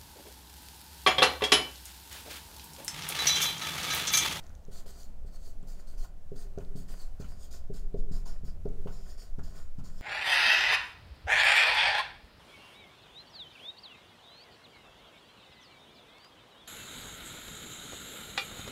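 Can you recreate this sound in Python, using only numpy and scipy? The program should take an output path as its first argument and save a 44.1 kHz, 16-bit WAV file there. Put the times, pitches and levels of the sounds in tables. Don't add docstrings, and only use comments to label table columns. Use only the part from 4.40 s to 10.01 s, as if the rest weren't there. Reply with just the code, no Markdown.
import sys
import numpy as np
from scipy import signal
from scipy.fft import rfft, irfft, next_fast_len
from scipy.io import wavfile
from scipy.ndimage import uniform_filter1d, map_coordinates

SR = 44100
rng = np.random.default_rng(int(sys.argv[2]) if len(sys.argv) > 2 else 0)


def file_out(sig):
    cols = np.atleast_2d(sig).T
    lim = np.clip(cols, -1, 1)
    pcm = np.round(lim * 32767).astype(np.int16)
    wavfile.write(sys.argv[1], SR, pcm)


def voltage_ratio(decibels):
    exponent = np.asarray(decibels, float) / 20
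    return 10 ** exponent


N = 247448


def unit(x):
    return x / np.sqrt(np.mean(x ** 2) + 1e-20)


def along(points, hz):
    f, v = np.transpose(points)
    return np.interp(np.log(hz + 1), np.log(f + 1), v)


def curves(rows):
    s, *columns = np.transpose(rows)
    return [np.interp(np.arange(N) / SR, s, column) for column in columns]


def wobble(rate):
    knots = rng.standard_normal(int(N * rate / SR) + 4)
    return map_coordinates(knots, [np.arange(N) * rate / SR])


def filtered(x, response):
    m = next_fast_len(N + SR)
    return irfft(rfft(x, m) * response(np.fft.rfftfreq(m, 1 / SR)), m)[:N]


def resonant(x, peaks, sharp=1):
    def body(f):
        total = 0
        for k, (center, width, db) in enumerate(peaks):
            ring = 1j * f * width / (center * center - f * f + 1j * f * width)
            total = total + (-1) ** k * voltage_ratio(db) * ring
        return total * np.abs(total) ** (sharp - 1)
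    return unit(filtered(x, body))


def fibres(spiky_db, patchy_db):
    catches = rng.standard_normal(N) * voltage_ratio(spiky_db * wobble(900))
    z = signal.stft(catches, nperseg=256)[2]
    patches = uniform_filter1d(rng.standard_normal(z.shape), 3, axis=0)
    patches = uniform_filter1d(patches, 22, axis=1)
    return signal.istft(z * voltage_ratio(patchy_db * unit(patches)), nperseg=256)[1][:N]


GRIP_S, JUMP_DB = 0.0092, 3.5
FADE_DB, FADE_BEND = 16, 1.37
PANEL_GROWS = 0.61
# [start t/s, rise t/s, fall t/s, peak level/dB, panel share level/dB]
STARTS = [(0.31, 0.088, 0.045, -58, -4.5), (0.456, 0.042, 0.061, -57.5, -4),
          (0.858, 0.029, 0.022, -70.5, -1), (1.266, 0.032, 0.1, -61.5, -4.5),
          (1.465, 0.016, 0.12, -64, -2.5), (1.571, 0.072, 0.045, -59.5, -3), (1.952, 0.071, 0.054, -60, -4),
          (2.17, 0.023, 0.18, -71, 2), (2.352, 0.038, 0.069, -59, -4.5), (2.476, 0.049, 0.051, -57.5, -0.5),
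          (2.794, 0.015, 0.056, -60, 0), (3.104, 0.04, 0.07, -56, -5), (3.331, 0.038, 0.063, -58.5, -4),
          (3.566, 0.036, 0.028, -69, -5), (3.712, 0.051, 0.068, -58, -4), (3.851, 0.028, 0.086, -56.5, -3),
          (4.04, 0.044, 0.054, -62.5, -4.5), (4.772, 0.047, 0.09, -59, -4), (4.979, 0.012, 0.015, -71, 0),
          (5.029, 0.019, 0.119, -59.5, -4.5), (5.379, 0.019, 0.016, -68, -1),
          (5.435, 0.034, 0.091, -62, -2)]
# [peak t/s, rise t/s, fall t/s, peak level/dB, panel share level/dB]
SWELLS = [(0.607, 0.092, 0.077, -57.5, -7.5), (0.954, 0.046, 0.04, -62.5, -2.5),
          (1.071, 0.11, 0.081, -61, -8), (1.402, 0.031, 0.035, -64, -3), (2.617, 0.091, 0.07, -57.5, -5.5),
          (2.903, 0.07, 0.078, -62.5, -1.5), (3.04, 0.065, 0.054, -58, -6),
          (4.536, 0.059, 0.2, -62.5, -3.5), (4.704, 0.067, 0.075, -59, -3), (5.177, 0.052, 0.084, -59, 0.5),
          (5.591, 0.068, 0.1, -63, -6), (0.055, 0.25, 0.093, -72.5, 7.5)]


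def speed():
    t, hiss, panel = np.arange(0, N / SR, 0.0005), 0, 0
    for sudden, table in ((True, STARTS), (False, SWELLS)):
        for s, rise, fall, db, share_db in table:
            late = t - s - rise * sudden
            loss_db = FADE_DB * np.abs(late / np.where(late < 0, rise, fall)) ** FADE_BEND
            grip = 1
            if sudden:
                loss_db = np.where(late < 0, JUMP_DB * (late / rise) ** 2, loss_db)
                grip = np.clip((t - s) / GRIP_S, 0, 1)
            hiss = hiss + (grip * voltage_ratio(db - loss_db)) ** 2
            panel = panel + (grip * voltage_ratio(db + share_db - PANEL_GROWS * loss_db)) ** 2
    return [np.interp(np.arange(N) / SR, t, power) for power in (hiss, panel)]


# [f/Hz, width f/Hz, level/dB]
UPRIGHT = [(3050, 700, -5.5), (4480, 600, -1), (6030, 700, -4.5), (6640, 670, -1.5), (8340, 3040, -7.5)]
LEANING = [(3210, 1130, -5), (4656, 560, 0), (5245, 650, -1), (6990, 640, -1.5), (8650, 2600, -10)]
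# [t/s, share 0-1]
LEAN = [
    (0, 0.18),
    (1.5, 0.03),
    (2.4, 0.3),
    (2.9, 0.7),
    (3.8, 0.93),
    (5.61, 0.98),
]
# [f/Hz, width f/Hz, level/dB]
FELT = [(12000, 3900, -5.5), (13000, 400, 4), (14450, 9000, -5.5)]
# [f/Hz, width f/Hz, level/dB]
FACE = [(396, 92, 0), (689, 69, 0.5), (1044, 94, -5.5), (1294, 76, -5.5), (1463, 68, -3), (1840, 133, -7.5),
        (2440, 660, -16)]
BRIGHT_DB, BRIGHT_LEAN_DB = -6, -3
GAP_HZ, GAP_WIDTH_HZ, GAP_DEPTH = 11100, 320, 0.5


def strokes():
    hiss, panel = np.sqrt(speed())
    lean = np.clip(curves(LEAN)[0], 0, 1)
    force = fibres(spiky_db=0.9, patchy_db=2.5)
    force = filtered(force, lambda hz: 1 / np.sqrt(1 + (4000 / (hz + 1)) ** 6))
    upright = resonant(force, UPRIGHT, sharp=1.42)
    leaning = resonant(force, LEANING, sharp=1.52)
    barrel = unit((1 - lean) * upright + lean * leaning)
    felt = resonant(fibres(spiky_db=3.0, patchy_db=-2.0), FELT)
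    sound = barrel + voltage_ratio(BRIGHT_DB + BRIGHT_LEAN_DB * lean) * felt
    sound = filtered(sound, lambda hz: 1 - GAP_DEPTH / (1 + ((hz - GAP_HZ) / GAP_WIDTH_HZ) ** 2))
    face = resonant(fibres(spiky_db=5.0, patchy_db=1.0), FACE)
    return voltage_ratio(0.24 * wobble(37)) * (hiss * sound + panel * face)


# [t/s, push level/dB, contact t/ms, ring level/dB]
TAPS = [(0.2844, -40, 1.13, 4), (0.4599, -51, 0.35, 6.5), (0.848, -42.5, 1.13, 0.5), (1.07, -56, 0.37, 8),
        (1.2313, -38.5, 1.3, -2.5), (1.9191, -34, 1.27, 9.5), (2.1772, -31.5, 0.96, 8),
        (2.3553, -29.5, 1.12, -3.5), (2.8004, -30.5, 1.03, -3.5), (3.3007, -30, 1.28, 6.5),
        (3.5439, -29.5, 0.94, 7.5), (3.713, -29.5, 1.1, -17), (4.0355, -32.5, 1.46, -2),
        (4.256, -28, 0.86, 6), (4.4593, -31, 0.93, 3.5), (4.9853, -30.5, 1.07, -5.5), (5.12, -44, 2.1, -4),
        (5.386, -29.5, 1.2, -13.5), (5.511, -54, 2.2, -11), (5.606, -47, 1.4, -8)]
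# [f/Hz, level/dB, time to fall 60 dB t/s]
PANEL = [(60, -30, 0.44), (81.76, -23.5, 0.9), (109.4, -24.5, 0.46), (137.6, -14, 0.25),
         (174.6, -14.5, 0.83), (193.9, -27.5, 0.4), (235.4, -29.5, 1), (264.55, -21, 0.71),
         (326, -26, 0.058), (405.5, -5.5, 0.11), (396, -21.5, 0.9), (437, -23, 0.051), (481, -10, 0.1),
         (590, -11.5, 0.14), (675.6, -13.5, 0.16), (758, -15, 0.084), (918, -20, 0.13)]


def taps():
    out, t = np.zeros(N + 2 * SR), np.arange(-400, SR) / SR
    t_ms = t * 1000
    hz, level, t60 = np.transpose(PANEL)[:, :, None]
    chance = rng.standard_normal((len(TAPS), 2, len(PANEL), 1))
    for (s, db, ms, ring_db), (luck, lag) in zip(TAPS, chance):
        reach = np.exp(-(2 * np.pi * hz * ms * 0.00044) ** 2 / 2) * voltage_ratio(ring_db * (hz > 300))
        phase = 2 * np.pi * hz * t + lag * np.pi * (hz > 450)
        fading = voltage_ratio(level + 1.05 * luck - 60 * t / t60)
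        ring = np.sum(reach * fading * np.cos(phase), axis=0)
        rise = 0.5 + 0.5 * np.tanh((t_ms + 0.11) / ms)
        push = np.exp(-(t_ms / ms) ** 2 / 2)
        rebound = 0.11 * np.exp(-((t_ms - 2.5 * ms) / (0.61 * ms)) ** 2 / 2)
        out[round(s * SR):][:len(t)] += voltage_ratio(db) * (ring * rise + 0.91 * (push - rebound / 1.0)
                                                   - 0.0 * rebound)
    return out[400:N + 400]


# [f/Hz, level/dB, time to fall 60 dB t/s]
LURCH = [(8.595, 3, 1.64), (24.68, -5, 1.87)]
LURCH_RISE_S = 0.013


def lurch():
    t, blows = np.arange(SR) / SR, np.zeros(N)
    for s, db, _, _ in TAPS:
        blows[round(s * SR)] = voltage_ratio(db)
    swing = sum(voltage_ratio(db - 60 * t / t60) * np.cos(2 * np.pi * hz * t) for hz, db, t60 in LURCH)
    return signal.fftconvolve(blows, swing * (1 - np.exp(-t / LURCH_RISE_S)))[:N]


CAP_HZ, CAP_DB = 3880, -10
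# [t/s, peak level/dB, f/Hz]
CLICKS = [(0.0393, -49.5, 5700), (0.0663, -46, 6300), (0.0946, -52.5, 6100), (0.1517, -46.5, 6300),
          (0.2515, -50.5, 6300), (0.3276, -58, 4700), (0.632, -44, 6060), (1.2286, -54, 7520),
          (1.647, -54, 4470), (2.1764, -62, 4600), (2.1855, -44.5, 6260), (2.2494, -53, 4140),
          (3.5427, -59, 3840), (3.6034, -57, 3530), (4.2557, -58, 4960), (4.2892, -54, 6950),
          (4.473, -65, 3730), (4.9853, -62, 3670), (4.995, -56, 6990), (5.3857, -62, 5070)]


def clicks():
    out, t = np.zeros(N + SR), np.arange(-60, 200) / SR
    bell = np.exp(-(t / np.where(t < 0, 0.00012, 0.00036)) ** 2 / 2)
    cap = voltage_ratio(CAP_DB) * np.sin(2 * np.pi * CAP_HZ * t)
    chance = rng.standard_normal((len(CLICKS), len(t)))
    for (s, db, hz), crack in zip(CLICKS, chance):
        snap = (np.sin(2 * np.pi * hz * t) + cap + 0.22 * crack) * bell
        out[round(s * SR):][:len(t)] += voltage_ratio(db - 0.5) * snap
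    return out[40:N + 40]


# [f/Hz, width f/Hz, level/dB]
BUZZ_LOW = [(690, 140, 0.5), (1017, 190, 0.51), (1420, 170, 1.2)]
BUZZ_HIGH = [(2440, 480, 3), (3030, 250, 8), (5100, 4000, -7)]
# [t/s, peak level/dB, time
# to fall 60 dB t/s, upper share level/dB]
RATTLES = [(0.0, -51.5, 0.029, -3.5), (0.458, -64, 0.072, 1), (1.071, -71, 0.046, -16),
           (1.232, -61.5, 0.045, -9), (1.645, -53, 0.068, -14), (2.179, -53.5, 0.075, -16),
           (2.203, -56, 0.095, -7), (2.82, -55.5, 0.088, -6), (2.842, -58.5, 0.14, -3.5),
           (3.54, -59.5, .05, -25), (3.856, -60.5, 0.53, -16), (4.253, -57, 0.086, -26),
           (4.4705, -51, 0.17, -12), (4.988, -51.5, 0.15, -26), (5.39, -61.5, 0.17, -8)]


def rattles():
    t, out = np.arange(N) / SR, np.zeros(N)
    low = resonant(fibres(spiky_db=1, patchy_db=2.5), BUZZ_LOW)
    high = resonant(fibres(spiky_db=1, patchy_db=2.5), BUZZ_HIGH)
    for s, db, t60, upper_db in RATTLES:
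        part = slice(round(s * SR), round(s * SR) + SR // 4)
        age = t[part] - s
        envelope = voltage_ratio(db + 2.0 - 60 * age / t60) * (1 - np.exp(-age / 0.0021))
        out[part] += envelope * (low[part] + voltage_ratio(upper_db) * high[part])
    return out


# [f/Hz, level/dB]
ROCK = [(7.5, -3), (10.5, 0)]
BEND = [(18.2, -5), (25, -8.5)]
# [f/Hz, width f/Hz, level/dB]
DRUM = [(49.7, 7.4, 0.5), (58.1, 3.84, 7.5), (81, 5, 0)]
# [t/s, push level/dB, shuffle level/dB]
PRESS = [(0.0, -42.5, -50.5), (0.61, -36, -59), (2.19, -36, -55.5), (2.3, -24, -51), (2.39, -34, -63.5),
         (2.89, -31.5, -51.5), (3.03, -39.5, -53), (3.39, -26.5, -59), (3.94, -27, -53.5),
         (4.05, -39.5, -51), (4.37, -27, -49), (4.55, -39, -58.5), (5.11, -26.5, -51), (5.37, -33.5, -55),
         (5.5, -23, -56), (5.61, -32, -64)]
ROCK_DB, BEND_DB, DRUM_DB = -2.5, -9, 4


def sway():
    def swing(lines):
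        total = 0
        for hz, db in lines:
            cycles = np.cumsum(hz + 0.5 * wobble(3.135)) / SR
            total = total + voltage_ratio(db) * np.sin(2 * np.pi * cycles)
        return unit(total)

    press_db, shuffle_db = curves(PRESS)
    loose = voltage_ratio(ROCK_DB) * swing(ROCK) + voltage_ratio(BEND_DB + 4.8 * wobble(5.5)) * swing(BEND)
    drum_db = DRUM_DB + shuffle_db + 1.27 * wobble(6.04)
    return voltage_ratio(press_db) * loose + voltage_ratio(drum_db) * resonant(rng.standard_normal(N), DRUM)


# [f/Hz, time to fall 60 dB t/s]
WALLS = [(150, 0.9), (1000, 0.42), (5000, 0.2), (15000, 0.28)]


def walls(x):
    hz, t, z = signal.stft(rng.standard_normal(SR // 2), SR, nperseg=256)
    fading = voltage_ratio(-60 * t / along(WALLS, hz)[:, None])
    tail = signal.istft(z * fading, SR, nperseg=256)[1]
    late = np.pad(x, (300, 0))
    return signal.fftconvolve(late, tail / np.linalg.norm(tail))[:N]


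# [f/Hz, level/dB per Hz]
ROOM = [(60, -16), (100, -5), (180, 0.5), (300, -9.5), (400, -12.5), (570, -7), (760, -8.5), (950, -14.5),
        (1400, -18), (2100, -23.5), (4000, -27), (6500, -27.5), (10000, -31.5), (15800, -33)]
# [t/s, level/dB]
HUM = [
    (0, -60),
    (.7, -61.5),
    (2, -62.5),
    (3.2, -62),
    (5.61, -64.5),
]


def hum():
    def rumble(hz):
        return voltage_ratio(along(ROOM, hz)) * (hz > 60) / (1 + (hz / 900) ** 4)

    def hiss(hz):
        return voltage_ratio(along(ROOM, hz)) / (1 + (900 / (hz + 1)) ** 4)

    low = unit(filtered(fibres(spiky_db=0.3, patchy_db=1.5), rumble))
    high = unit(filtered(rng.standard_normal(N), hiss))
    return voltage_ratio(curves(HUM)[0]) * low + voltage_ratio(-71 + 1.2 * wobble(3.6)) * high


def scene():
    pen = strokes() + clicks() + rattles()
    board = taps()
    room = walls(voltage_ratio(-13) * pen + voltage_ratio(-10.5) * board)
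    return (pen + board + room + sway() + lurch() + hum())[None]


def roll_off(x):
    return signal.sosfilt(signal.butter(12, 15800, fs=SR, output="sos"), x)


def record(dry):
    mix = filtered(dry[0], lambda hz: hz < 15780)[None]
    return roll_off(mix)


dry = scene()
out = record(dry)
file_out(out)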